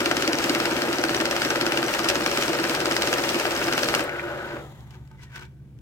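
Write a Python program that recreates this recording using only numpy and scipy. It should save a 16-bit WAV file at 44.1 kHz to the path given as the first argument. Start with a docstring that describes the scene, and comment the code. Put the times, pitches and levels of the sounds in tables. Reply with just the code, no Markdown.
"""In a small, humming office, a banknote counter on a desk pulls through about eighteen notes a second.
Each one snaps out of the rollers, slaps into the stacker and thumps the plastic housing, over a bed of
belt rattle and motor growl. At four seconds the hopper runs empty: the feeder clacks, the drive whirs
on unloaded, then brakes. Hands lift out the stack, which rustles, bumps and squeaks over the tray."""
import sys
import numpy as np
from scipy import signal
from scipy.fft import rfft, irfft, next_fast_len
from scipy.io import wavfile
from scipy.ndimage import uniform_filter1d

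SR = 44100
rng = np.random.default_rng(int(sys.argv[2]) if len(sys.argv) > 2 else 0)


def bounce(signal):
    """Save signal as a 16-bit WAV file at the path given by the first command-line argument."""
    frames = np.transpose(np.atleast_2d(signal))
    limited = np.clip(frames, -1, 1)
    pcm = np.round(limited * 32767).astype(np.int16)
    wavfile.write(sys.argv[1], SR, pcm)


N = 256220
TIME = np.arange(N) / SR
PADDED = next_fast_len(N + SR // 2, real=True) // 2 * 2
BINS = np.maximum(np.fft.rfftfreq(PADDED, 1 / SR), 1)

EMPTY_S, UNLOAD_S, BRAKE_S = 4.0, 0.11, 4.57   # hopper empty, time to shed the load, brake on
# drive faders: loaded level/dB, unloaded level/dB, coasting sag/(dB/s), braking fall/(dB/s)
RUMBLE_RUN, RATTLE_RUN = (-30.5, -41, -6, 122), (-34, -40.5, 7.5, 202)
PAPER_RUN, WHEEL_RUN = (-38.5, -58.5, 12, 108), (-53, -45.5, 4.5, 33)
GROWL_RUN, TONES_RUN, GEAR_RUN = (-42, -40.5, 7, 97), (-39, -37.5, 9, 170), (-46.5, -38, 18, 165)

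# ventilation air: f/Hz, level/dB
OFFICE_AIR = [(25, -25), (42, -18.5), (56, -6.5), (75, -6.5), (90, -17), (115, -4), (150, -11),
              (175, -16.5), (220, -15), (330, -21), (550, -32.5), (1400, -49), (5000, -53.5), (16000, -57)]
# ventilation hum: f/Hz, level/dB
OFFICE_HUM = [(70.5, -54), (102.3, -63.5), (122.8, -51), (140.5, -49), (194, -61)]
# roller rumble: f/Hz, level/dB
ROLLER_RUMBLE = [(40, -49), (95, -26), (150, -8), (220, -7.5), (340, -0.5), (440, 0), (580, -3.5),
                 (750, -7), (1000, -12.5), (1600, -29.5), (5000, -51.5)]
# belt rattle: f/Hz, level/dB
BELT_RATTLE = [(400, -25), (850, -3), (1050, -6.5), (1300, -1.5), (1600, -2), (2100, -9.5), (2800, -12.5),
               (3600, -15.5), (7000, -34), (16000, -52)]
# bright swish of notes on the pile: f/Hz, level/dB
PILE_SWISH = [(3000, -23), (6000, -14), (8400, 4.5), (10000, -5), (12500, 3), (16000, -1.5)]
# hiss of running paper: f/Hz, level/dB
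PAPER_HISS = [(1000, -11), (2500, 1), (3500, 1.5), (4900, -4), (6500, -4), (8500, -6), (10000, -12),
              (12500, -8.5), (16000, -15)]
# gear mesh pitch, following motor speed: t/s, f/Hz
GEAR_PITCH = [(0, 1415), (4.02, 1402), (4.15, 1475), (4.3, 1464), (4.52, 1533), (4.62, 1350), (4.8, 1000)]
# upper body resonances that the drive keeps ringing: f/Hz, level/dB
BODY_TONES = [(385, -8.5), (482, -9), (558, -5), (596, -4), (679, -11), (835, -11.5), (961, -13)]
# hiss of the stacker wheels: f/Hz, level/dB
WHEEL_HISS = [(500, -1.5), (800, 6.5), (1100, 1), (1950, -4), (2400, -9.5), (3700, -6), (4700, -15.5),
              (7100, -16), (9300, -22), (16000, -19)]
# resonances of the wheels and their blades: f/Hz, width/Hz, gain/dB
WHEEL_RINGS = [(930, 40, 2.5), (1990, 100, 7), (2800, 110, 1), (3310, 150, 3), (6700, 500, 5),
               (7500, 600, 3), (10140, 260, 6), (11700, 570, 5.5), (13200, 250, 2.5)]
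# pings of a buckling note: f/Hz, level/dB
NOTE_PINGS = [(2650, -14), (4320, 10), (4880, 3), (5300, 1), (5850, 8), (6350, 2), (8200, -7)]
# cue for each note, with accents against an ordinary one: t/s, snap/dB, knock/dB, thump/dB
NOTE_CUES = [(0.0049, 1, 4.5, 2.5), (0.0589, 2, -1, 2), (0.1133, 1, 11, 1), (0.1681, 1.5, 4, 2.5),
             (0.2229, 1, 0, 0), (0.2768, 3, -4, 4), (0.3314, 1, -8, -1), (0.386, 0, -17, -1),
             (0.4409, 2, -7, 3), (0.4952, 3, 2, 6), (0.549, 2, -10, 1), (0.6014, 0, 4, 3),
             (0.6556, 0.5, -7, -1), (0.7111, -3, -5, 4.5), (0.766, -1, 0, 3.5), (0.8196, -1.5, 2, 3),
             (0.8757, -15, -11, 5), (0.9285, -3, -18, 0), (0.9842, -2.5, 3, 3), (1.0386, 2, 8, 4.5),
             (1.0935, -3, 3, 3), (1.1463, 1.5, -0.5, 4), (1.202, -3, -13, 5.5), (1.255, 1.5, 3, -1.5),
             (1.3112, 2, -5, -5), (1.3645, 0, 4, -1.5), (1.4188, 0.5, 4.5, -10), (1.4492, 0, -7, 3),
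             (1.505, 1, 4, -1), (1.5578, 0, 5, 1), (1.6114, 2.5, 4, 2), (1.6652, 1.5, 4, 2),
             (1.7209, 0, -2, -1), (1.7737, 3, 5.5, 5), (1.8286, -3.5, 4.5, 5), (1.8822, -2.5, -6, -3),
             (1.9381, 2.5, -15, -9), (1.9912, 0.5, -2, 0), (2.0444, 1.5, -1, 2), (2.1, 3, 5, 1.5),
             (2.1553, 1, 5, 0.5), (2.2083, -4.5, -3, 0.5), (2.262, 3.5, 4, 3), (2.3145, -2, -15, 0),
             (2.3732, 4, -11, 0.5), (2.424, 3, 0, 1), (2.48, 0, -16, 4), (2.532, -2.5, -8, -3),
             (2.588, -5, -4, 2.5), (2.6401, 0.5, 5, 2), (2.6956, 1.5, -7, 3), (2.7489, 2.5, -11, -7),
             (2.8033, 1.5, -6, -7), (2.8569, 3, 4, 0), (2.9118, 2, 4, 0.5), (2.9654, 4.5, 1, -2),
             (3.0207, 6.5, -2, -4.5), (3.0735, 3, 3, -1.5), (3.129, 2.5, 6.5, -3), (3.1826, -1, 3, -0.5),
             (3.2375, 1, -2, -10.5), (3.2907, 3.5, -14, -7), (3.3445, 0, -14, 4), (3.3984, 2, -8, -3.5),
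             (3.454, -3, 8, -4.5), (3.508, 0, -8, 0.5), (3.5641, -1, -15, 0.5), (3.616, -10, 2, -1.5),
             (3.6695, -3.5, -19, 1), (3.7257, 1, 4, 1), (3.7787, 2.5, 5.5, -3), (3.833, 5, 4.5, 0),
             (3.8864, 4, 3, -12), (3.9405, 2, 6, -1.5), (3.9944, -4, 4.5, -0.5)]
# crack of crisp paper: f/Hz, level/dB
PAPER_CRACK = [(800, -23.5), (2000, -3), (2800, 2.5), (3500, -2.5), (4300, -2.5), (5000, -3), (6000, -4),
               (7000, -9), (8300, -10), (10000, -15.5), (13000, -16), (16000, -24)]
# guide plate modes: f/Hz, level/dB, t60/s
PLATE_MODES = [(670, 1, 0.012), (1354, -1, 0.017), (1536, 3, 0.0094), (1880, 4, 0.0028), (2820, 0.5, 0.003)]
# plastic housing modes: f/Hz, level/dB, t60/s
HOUSING_MODES = [(287, -9, 0.018), (344.4, 1.5, 0.078), (486, -16, 0.054), (572, -13, 0.062)]
# roller frame modes: f/Hz, level/dB, t60/s
FRAME_MODES = [(490, -4, 0.027), (587, 2, 0.021), (797, 0, 0.0089), (935, -4, 0.014), (1350, -1, 0.006)]
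# resonances of the open stacker cavity: f/Hz, width/Hz, gain/dB
STACKER_CAVITY = [(180, 44, -0.5), (438.5, 32, -11), (482, 45, 0), (587, 72, 1.5), (651, 56, -3.5),
                  (1215, 50, 2.5), (1820, 40, 0), (2075, 1320, 4), (2640, 560, 1), (3480, 170, -2.5),
                  (4340, 98, 1.5), (5090, 830, 4), (8400, 330, 0.5)]
# hard paper slaps in the stacker, then faint ticks and crackles: t/s, level/dB, decay/s
SLAP_AND_CRACKLE_CUES = [(1.2112, -19, 0.0022), (1.948, -26, .002), (2.0868, -14.5, 0.0088),
                         (2.922, -20, .002), (3.138, -17, 0.0026), (3.734, -18, .002), (3.791, -21, .002),
                         (3.843, -20, .002), (3.949, -12, 0.0023), (4.094, -36.5, 0.0035),
                         (4.806, -48, .002), (4.907, -47.5, 0.0049), (5.076, -54, 0.0018),
                         (4.953, -52, .003), (5.114, -51, 0.0022), (5.358, -39, .006), (5.394, -42, .003),
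                         (5.41, -47.5, .003), (5.452, -49, 0.0033), (5.788, -55, 0.0022)]
# clacks of the empty feeder: t/s, level/dB
CLACK_CUES = [(4.093, -27), (4.157, -29), (4.195, -25)]
# colour of a clack: f/Hz, level/dB
CLACK_COLOUR = [(600, -24), (1500, 5.5), (1900, 11), (2400, 9), (3100, -7), (4000, -19), (16000, -37)]
# fingers and stack bumping the tray: t/s, level/dB
BUMP_CUES = [(4.908, -55.5), (4.954, -51.5), (5.1126, -51.5), (5.1465, -56), (5.333, -63), (5.358, -56),
             (5.394, -52), (5.416, -50)]
# tray modes: f/Hz, level/dB, t60/s
TRAY_MODES = [(365, -3, 0.28), (880, 0.5, 0.13), (1240, 0, 0.056), (1537, -3, 0.052), (2220, -6, 0.043)]
# notes sliding together in the grip: peak t/s, level/dB, rise/s, decay/s
SLIDE_CUES = [(4.937, -60, 0.0059, .005), (5.235, -47.5, .014, 0.012)]
# hands gripping, loosening and drawing out the stack: peak t/s, level/dB, rise/s, decay/s
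STROKE_CUES = [(4.945, -57, 0.037, 0.02), (5.23, -60, 0.045, 0.03), (5.368, -43, 0.023, 0.02),
               (5.422, -49, 0.031, 0.026)]
# rustle of the stack: f/Hz, level/dB
STACK_RUSTLE = [(200, -25), (370, -6), (560, -13.5), (900, -8.5), (1520, -7), (2700, -7), (3300, -7.5),
                (4300, -16), (5400, -15), (7000, -18.5), (10000, -28), (16000, -27)]
# resonances of the hollow tray: f/Hz, width/Hz, gain/dB
TRAY_HOLLOW = [(383, 50, 3), (950, 56, 11), (1530, 160, 10), (1900, 70, 5), (2295, 46, 10.5)]
# stack edge squeaking on the tray: peak t/s, level/dB, rise/s, decay/s
SQUEAK_CUES = [(5.195, -56, 0.013, .04), (5.26, -64, .015, .03), (5.355, -47, 0.018, 0.028),
               (5.415, -46.5, 0.024, 0.018)]
# falling pitch of the squeak: t/s, f/Hz
SQUEAK_PITCH = [(5.19, 2020), (5.28, 1880), (5.33, 1540), (5.45, 1485)]
# stereo width of the noise layers: f/Hz, left-right correlation
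STEREO_LIKENESS = [(60, 0.24), (140, 0.98), (350, 0.99), (700, 0.78), (1400, 0.83), (2800, 0.35),
                   (5000, 0.12), (12000, 0.08)]
# stereo lean: f/Hz, left over right/dB
STEREO_BALANCE = [(60, 9), (200, -1), (500, 3), (1000, 1), (2000, 4), (4500, -1.5), (8000, 5.5), (13000, 2)]


def from_db(db):
    """Decibels to gain."""
    return 10 ** (np.asarray(db) / 20)


def unit_power(x):
    """Scale to an RMS of 1."""
    return x / np.sqrt(np.mean(np.abs(x) ** 2) + 1e-20)


def in_time(points):
    """A breakpoint curve, read at every sample."""
    return np.interp(TIME, *np.transpose(points))


def in_hz(points):
    """A curve over log frequency, read at every bin."""
    hz, value = np.transpose(points)
    return np.interp(np.log(BINS), np.log(hz), value)


def drift(rate_hz):
    """A random modulator with an RMS of 1."""
    knots = rng.standard_normal(int(N / SR * rate_hz) + 2)
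    return unit_power(np.interp(TIME * rate_hz, np.arange(len(knots)), knots))


def scatter(values, spread):
    """Nudge each hit's time or level at random."""
    return values + spread * rng.standard_normal(len(values))


def clicks(times, heights):
    """Single-sample hits."""
    return np.bincount(np.clip(np.round(times * SR).astype(int), 0, N - 1), heights, N)


def dying(hits, decay_s):
    """Give each hit an exponential tail."""
    return signal.lfilter([1], [1, -np.exp(-1 / (decay_s * SR))], hits + 1e-18)


def swells(cues):
    """An envelope that rises to each cue's peak and dies away."""
    return sum(from_db(db) * np.exp(-np.maximum((s - TIME) / rise, (TIME - s) / decay))
               for s, db, rise, decay in cues)


def ring(hits, hz, t60):
    """Each hit rings a decaying sine of its own height."""
    radius, angle = from_db(-60 / (t60 * SR)), 2 * np.pi * hz / SR
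    return signal.lfilter([0, np.sin(angle)], [1, -2 * radius * np.cos(angle), radius ** 2], hits + 1e-18)


def strike(times, level_db, modes, uneven_db, polarity=-1):
    """Ring a body's modes in a new blend on every hit; polarity -1 flips every other mode."""
    return sum(polarity ** k * ring(clicks(times, from_db(scatter(level_db + db, uneven_db))), hz, t60)
               for k, (hz, db, t60) in enumerate(modes))


def band(x, low_hz, high_hz):
    """A gentle band-pass."""
    return signal.sosfilt(signal.butter(2, [low_hz, high_hz], "band", fs=SR, output="sos"), x)


def resonate(x, resonances):
    """A chain of bell boosts and cuts."""
    response = 1
    for hz, width, db in resonances:
        detuning = hz / width * (BINS / hz - hz / BINS)
        response = response * (1 + (from_db(db) - 1) / (1 + 1j * detuning))
    return irfft(rfft(x, PADDED) * response)[:, :N]


def minimum_phase(colour):
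    """An EQ curve at unit power, with no pre-ring to blur the attacks."""
    cepstrum = irfft(np.log(unit_power(from_db(in_hz(colour)))))
    cepstrum[1:PADDED // 2] *= 2
    cepstrum[PADDED // 2 + 1:] = 0
    return np.exp(rfft(cepstrum))


def noise(envelope, colour):
    """Enveloped, coloured stereo noise, narrow in the low mids and wide in the treble."""
    mid, side = rfft(envelope * rng.standard_normal((2, N)), PADDED)
    alike = in_hz(STEREO_LIKENESS)
    pair = np.sqrt((1 + alike) / 2) * mid + np.sqrt((1 - alike) / 2) * side * [[1], [-1]]
    return irfft(pair * minimum_phase(colour))[:, :N]


def over_count(times, first_db, last_db):
    """A level ride in dB from full hopper to empty."""
    return np.interp(times, [0, EMPTY_S], [first_db, last_db])


def drive_db(fader):
    """A drive part's level: steady under load, sloping as it coasts, falling under the brake."""
    loaded_db, free_db, sag, fall = fader
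    level = np.interp(TIME, [EMPTY_S, EMPTY_S + UNLOAD_S], [loaded_db, free_db])
    coasted_s = np.clip(TIME - EMPTY_S - UNLOAD_S, 0, BRAKE_S - EMPTY_S)
    return level - sag * coasted_s - fall * np.maximum(TIME - BRAKE_S, 0)


def tone(hz, rough, width_hz):
    """A rubbing or turning part: a sine with the rough share of its power smeared into a band."""
    phase = 2 * np.pi * np.cumsum(np.broadcast_to(hz, N)) / SR + rng.uniform(0, 2 * np.pi)
    smear = drift(width_hz) * np.sin(phase) + drift(width_hz) * np.cos(phase)
    return np.sqrt(2 * (1 - rough)) * np.sin(phase) + np.sqrt(rough) * smear


def office(air_db=-49.0, wander_turns=0.21):
    """Room tone: ventilation rumbles and hums with close, gently wandering tones that beat."""
    hum = sum(from_db(db) * np.sqrt(2) * np.sin(2 * np.pi * (hz * TIME + wander_turns * drift(2.003)))
              for hz, db in OFFICE_HUM)
    return noise(from_db(air_db), OFFICE_AIR) + hum


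def transport(times):
    """Rollers rumble and belts rattle harder as each note loads the drive, while the paper hiss ducks."""
    load = uniform_filter1d(dying(clicks(times, np.ones(len(times))), decay_s=0.012), SR // 110)
    load -= uniform_filter1d(load, SR // 9)   # pump around the average level
    rub_db = over_count(TIME, 0, 1) + 1.67 * drift(14)   # the growing stack rubs more
    rumble = noise(from_db(drive_db(RUMBLE_RUN) + 3.5 * load), ROLLER_RUMBLE)
    rattle = noise(from_db(drive_db(RATTLE_RUN) + 7 * load + 2.5 * drift(400)), BELT_RATTLE)
    paper_db = drive_db(PAPER_RUN)
    swish = noise(from_db(paper_db + over_count(TIME, -25.5, -11.5) + 2.5 * drift(27)), PILE_SWISH)
    hiss = noise(from_db(paper_db + rub_db - 3.5 * load + 2 * drift(900)), PAPER_HISS)
    return rumble + rattle + swish + hiss


def motor(times, growl_hz=348.7, choke_s=0.01):
    """The body growls, choked by each note; the gears rise once unloaded and sink under the brake."""
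    choke = uniform_filter1d(dying(clicks(times - choke_s, np.ones(len(times))), choke_s), SR // 150)
    growl = from_db(drive_db(GROWL_RUN) - 12 * choke) * tone(growl_hz, rough=.55, width_hz=45)
    body = sum(from_db(db) * tone(hz, rough=.8, width_hz=35) for hz, db in BODY_TONES)
    gear_hz = in_time(GEAR_PITCH)
    mesh = tone(gear_hz, rough=.75, width_hz=80)
    whirr = tone(gear_hz, rough=1, width_hz=380)
    overtone = from_db(-14) * tone(2 * gear_hz, rough=1, width_hz=160)
    gears = from_db(drive_db(GEAR_RUN)) * (mesh + whirr + overtone)
    return growl + from_db(drive_db(TONES_RUN)) * body + gears


def stacker_wheels(flutter_db=1.5):
    """The bladed wheels hiss and flutter, come forward once the notes are gone, then fade."""
    envelope = from_db(drive_db(WHEEL_RUN) + flutter_db * drift(200))
    return resonate(noise(envelope, WHEEL_HISS), WHEEL_RINGS)


def creases(per_s=110.0, trim_db=-2.5, spread_db=8.5, t60=0.0097):
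    """Small creases tick past the guides at random, each pinging at one pitch."""
    ticks = rng.random(N) < per_s / SR
    accent_db = spread_db * np.clip(rng.standard_normal(N), -2, 2)
    hits = ticks * from_db(drive_db(PAPER_RUN) + trim_db + accent_db)
    choice = rng.integers(0, len(NOTE_PINGS), N)
    return sum(ring(hits * (choice == k) * from_db(db), hz, t60) for k, (hz, db) in enumerate(NOTE_PINGS))


def snaps(times, crack_db, slap_delay_s=.009, buckle_s=0.0012):
    """A note strains and snaps free of the rollers, then slaps the stacker."""
    strain = dying(clicks(times, from_db(crack_db - 11))[::-1], decay_s=0.012)[::-1]   # reverse swell
    snap = dying(clicks(times, from_db(crack_db + 5.5)), decay_s=0.0034)
    slap_times = scatter(times + slap_delay_s, 0.00057)
    slap = dying(clicks(slap_times, from_db(over_count(times, -34.5, -30))), decay_s=0.0093)
    # paper takes a moment to buckle, which rounds each attack
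    return noise(uniform_filter1d(strain + snap + slap, int(buckle_s * SR)), PAPER_CRACK)


def knocks(times, accent_db, lead_s=0.000797):
    """Each leading edge strikes the guide plate: a light, bright knock with no bass."""
    plate = strike(times - lead_s, accent_db - 22.5, PLATE_MODES, uneven_db=1.6)
    return band(plate, low_hz=410, high_hz=5020)


def pings(times, crack_db, trim_db=-5.5, t60=0.016, detune=.02):
    """Every note is creased differently, so it pings at a pitch of its own."""
    hz, db = np.array(NOTE_PINGS)[rng.integers(0, len(NOTE_PINGS), len(times))].T
    hz = hz * np.exp(detune * rng.uniform(-0.82, 1, len(times)))
    gains = from_db(crack_db + trim_db + db)
    return sum(ring(clicks(np.array([s]), [gain]), pitch, t60) for s, gain, pitch in zip(times, gains, hz))


def releases(times, crack_db, boost_db=18.5, delay_s=.0003):
    """The sprung edge of each note lets go with one hard spike."""
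    spikes = clicks(times + delay_s, from_db(crack_db + boost_db))
    return irfft(rfft(spikes, PADDED) * minimum_phase(PAPER_CRACK))[:N]


def kicks(times, accent_db, delay_s=0.0021, length_s=0.015, start_hz=265, end_hz=335):
    """The rubber feed roller shoves the next note: a soft thump, bending up as the grip tightens."""
    t = TIME[:int(length_s * SR)]
    progress = t / length_s
    turns = t * (start_hz + (end_hz - start_hz) * progress / 2)
    thump = np.sin(np.pi * progress) * np.sin(2 * np.pi * turns)
    level_db = np.interp(times, [0.56, 0.71], [-23, -27.5]) + accent_db   # harder under a heavy hopper
    hits = clicks(scatter(times + delay_s, 0.00044), from_db(level_db))
    return signal.fftconvolve(hits, thump)[:N]


def brushes(times, land_s=.0105, settle_s=0.045, soften_s=.003):
    """Each note brushes the pile with two bright swishes: as it lands and as it settles."""
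    level_db = over_count(times, -40.5, -33)
    land = clicks(times + land_s, from_db(scatter(level_db, 0.5)))
    settle = clicks(times + settle_s, from_db(scatter(level_db + 3, 0.5)))
    return noise(uniform_filter1d(dying(land + settle, decay_s=0.0022), int(soften_s * SR)), PILE_SWISH)


def rebounds(times, accent_db, delay_s=0.01526):
    """The pile drops back and rings the plastic housing."""
    drop_times = scatter(times + delay_s, 0.00056)
    level_db = over_count(times, -28, -25.5) + accent_db
    housing = strike(drop_times, level_db, HOUSING_MODES, uneven_db=1.0, polarity=1)
    return band(housing, low_hz=222, high_hz=850)


def flicks(times, delay_s=.0178):
    """Each trailing edge flicks off the roller and knocks its frame."""
    return strike(times + delay_s, over_count(times, -25.5, -24.5), FRAME_MODES, uneven_db=3.0)


def slaps_and_crackles():
    """Some notes slap the stacker hard; later the paper ticks and crackles faintly in the hands."""
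    bursts = sum(dying(clicks(np.array([s]), from_db([db])), decay)
                 for s, db, decay in SLAP_AND_CRACKLE_CUES)
    return noise(bursts, PAPER_CRACK)


def feeder_clacks():
    """With no notes left to grab, the feeder clacks."""
    times, level_db = np.transpose(CLACK_CUES)
    return noise(dying(clicks(times, from_db(level_db)), decay_s=0.0047), CLACK_COLOUR)


def tray_bumps():
    """The plastic tray rings as the stack is gripped and pulled over its lip."""
    times, level_db = np.transpose(BUMP_CUES)
    return strike(times, level_db, TRAY_MODES, uneven_db=2.0)


def stack_lift(held_db=-77, grain_db=2.5):
    """Notes slide in the grip, rustle in the hollow tray and squeak over its lip with a falling pitch."""
    slides = noise(swells(SLIDE_CUES), PAPER_CRACK)
    grip_s = STROKE_CUES[0][0]
    handling = swells(STROKE_CUES) + from_db(held_db) * (TIME > grip_s)
    rustle = noise(handling * from_db(grain_db * drift(350)), STACK_RUSTLE)
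    squeak = swells(SQUEAK_CUES) * tone(in_time(SQUEAK_PITCH), rough=1, width_hz=130)
    return slides + resonate(rustle, TRAY_HOLLOW) + squeak


def placed(x, right_lag_s=0.00014):
    """Set the stereo image: the left side leads, and each side has its own colour."""
    left, right = rfft(x, PADDED)
    lean = from_db(in_hz(STEREO_BALANCE) / 2)
    lag = np.exp(-2j * np.pi * BINS * right_lag_s)
    return irfft([left * lean, right / lean * lag])[:, :N]


def room(x, wet_db=-11.0, t60=0.18, damping_hz=6000):
    """Desk and walls return a short diffuse tail, different on each side."""
    t = TIME[:SR // 2]
    tail = rng.standard_normal((2, len(t))) * from_db(-60 * t / t60) * (t > .003)
    tail /= np.sqrt(np.sum(tail ** 2) / 2)
    response = rfft(tail, PADDED) / (1 + 1j * BINS / damping_hz)
    return x + from_db(wet_db) * irfft(rfft(x, PADDED) * response)[:, :N]


def scene():
    """Mix the counter and the hands into the room, over the office tone."""
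    times, snap_db, knock_db, thump_db = np.transpose(NOTE_CUES)
    crack_db = over_count(times, -27, -29.5) + snap_db
    cracks = snaps(times, crack_db) + pings(times, crack_db) + releases(times, crack_db)
    impacts = knocks(times, knock_db) + kicks(times, thump_db) + rebounds(times, thump_db) + flicks(times)
    paper_path = transport(times) + creases() + cracks + impacts + brushes(times)
    counter = resonate(paper_path, STACKER_CAVITY) + motor(times) + stacker_wheels() + feeder_clacks()
    return room(placed(counter + slaps_and_crackles() + tray_bumps() + stack_lift())) + office()


def record(dry, cutoff_hz=16000):
    """A steep high cut on the master."""
    return signal.sosfilt(signal.ellip(12, .1, 90, cutoff_hz, fs=SR, output="sos"), dry)


dry = scene()
out = record(dry)
bounce(out)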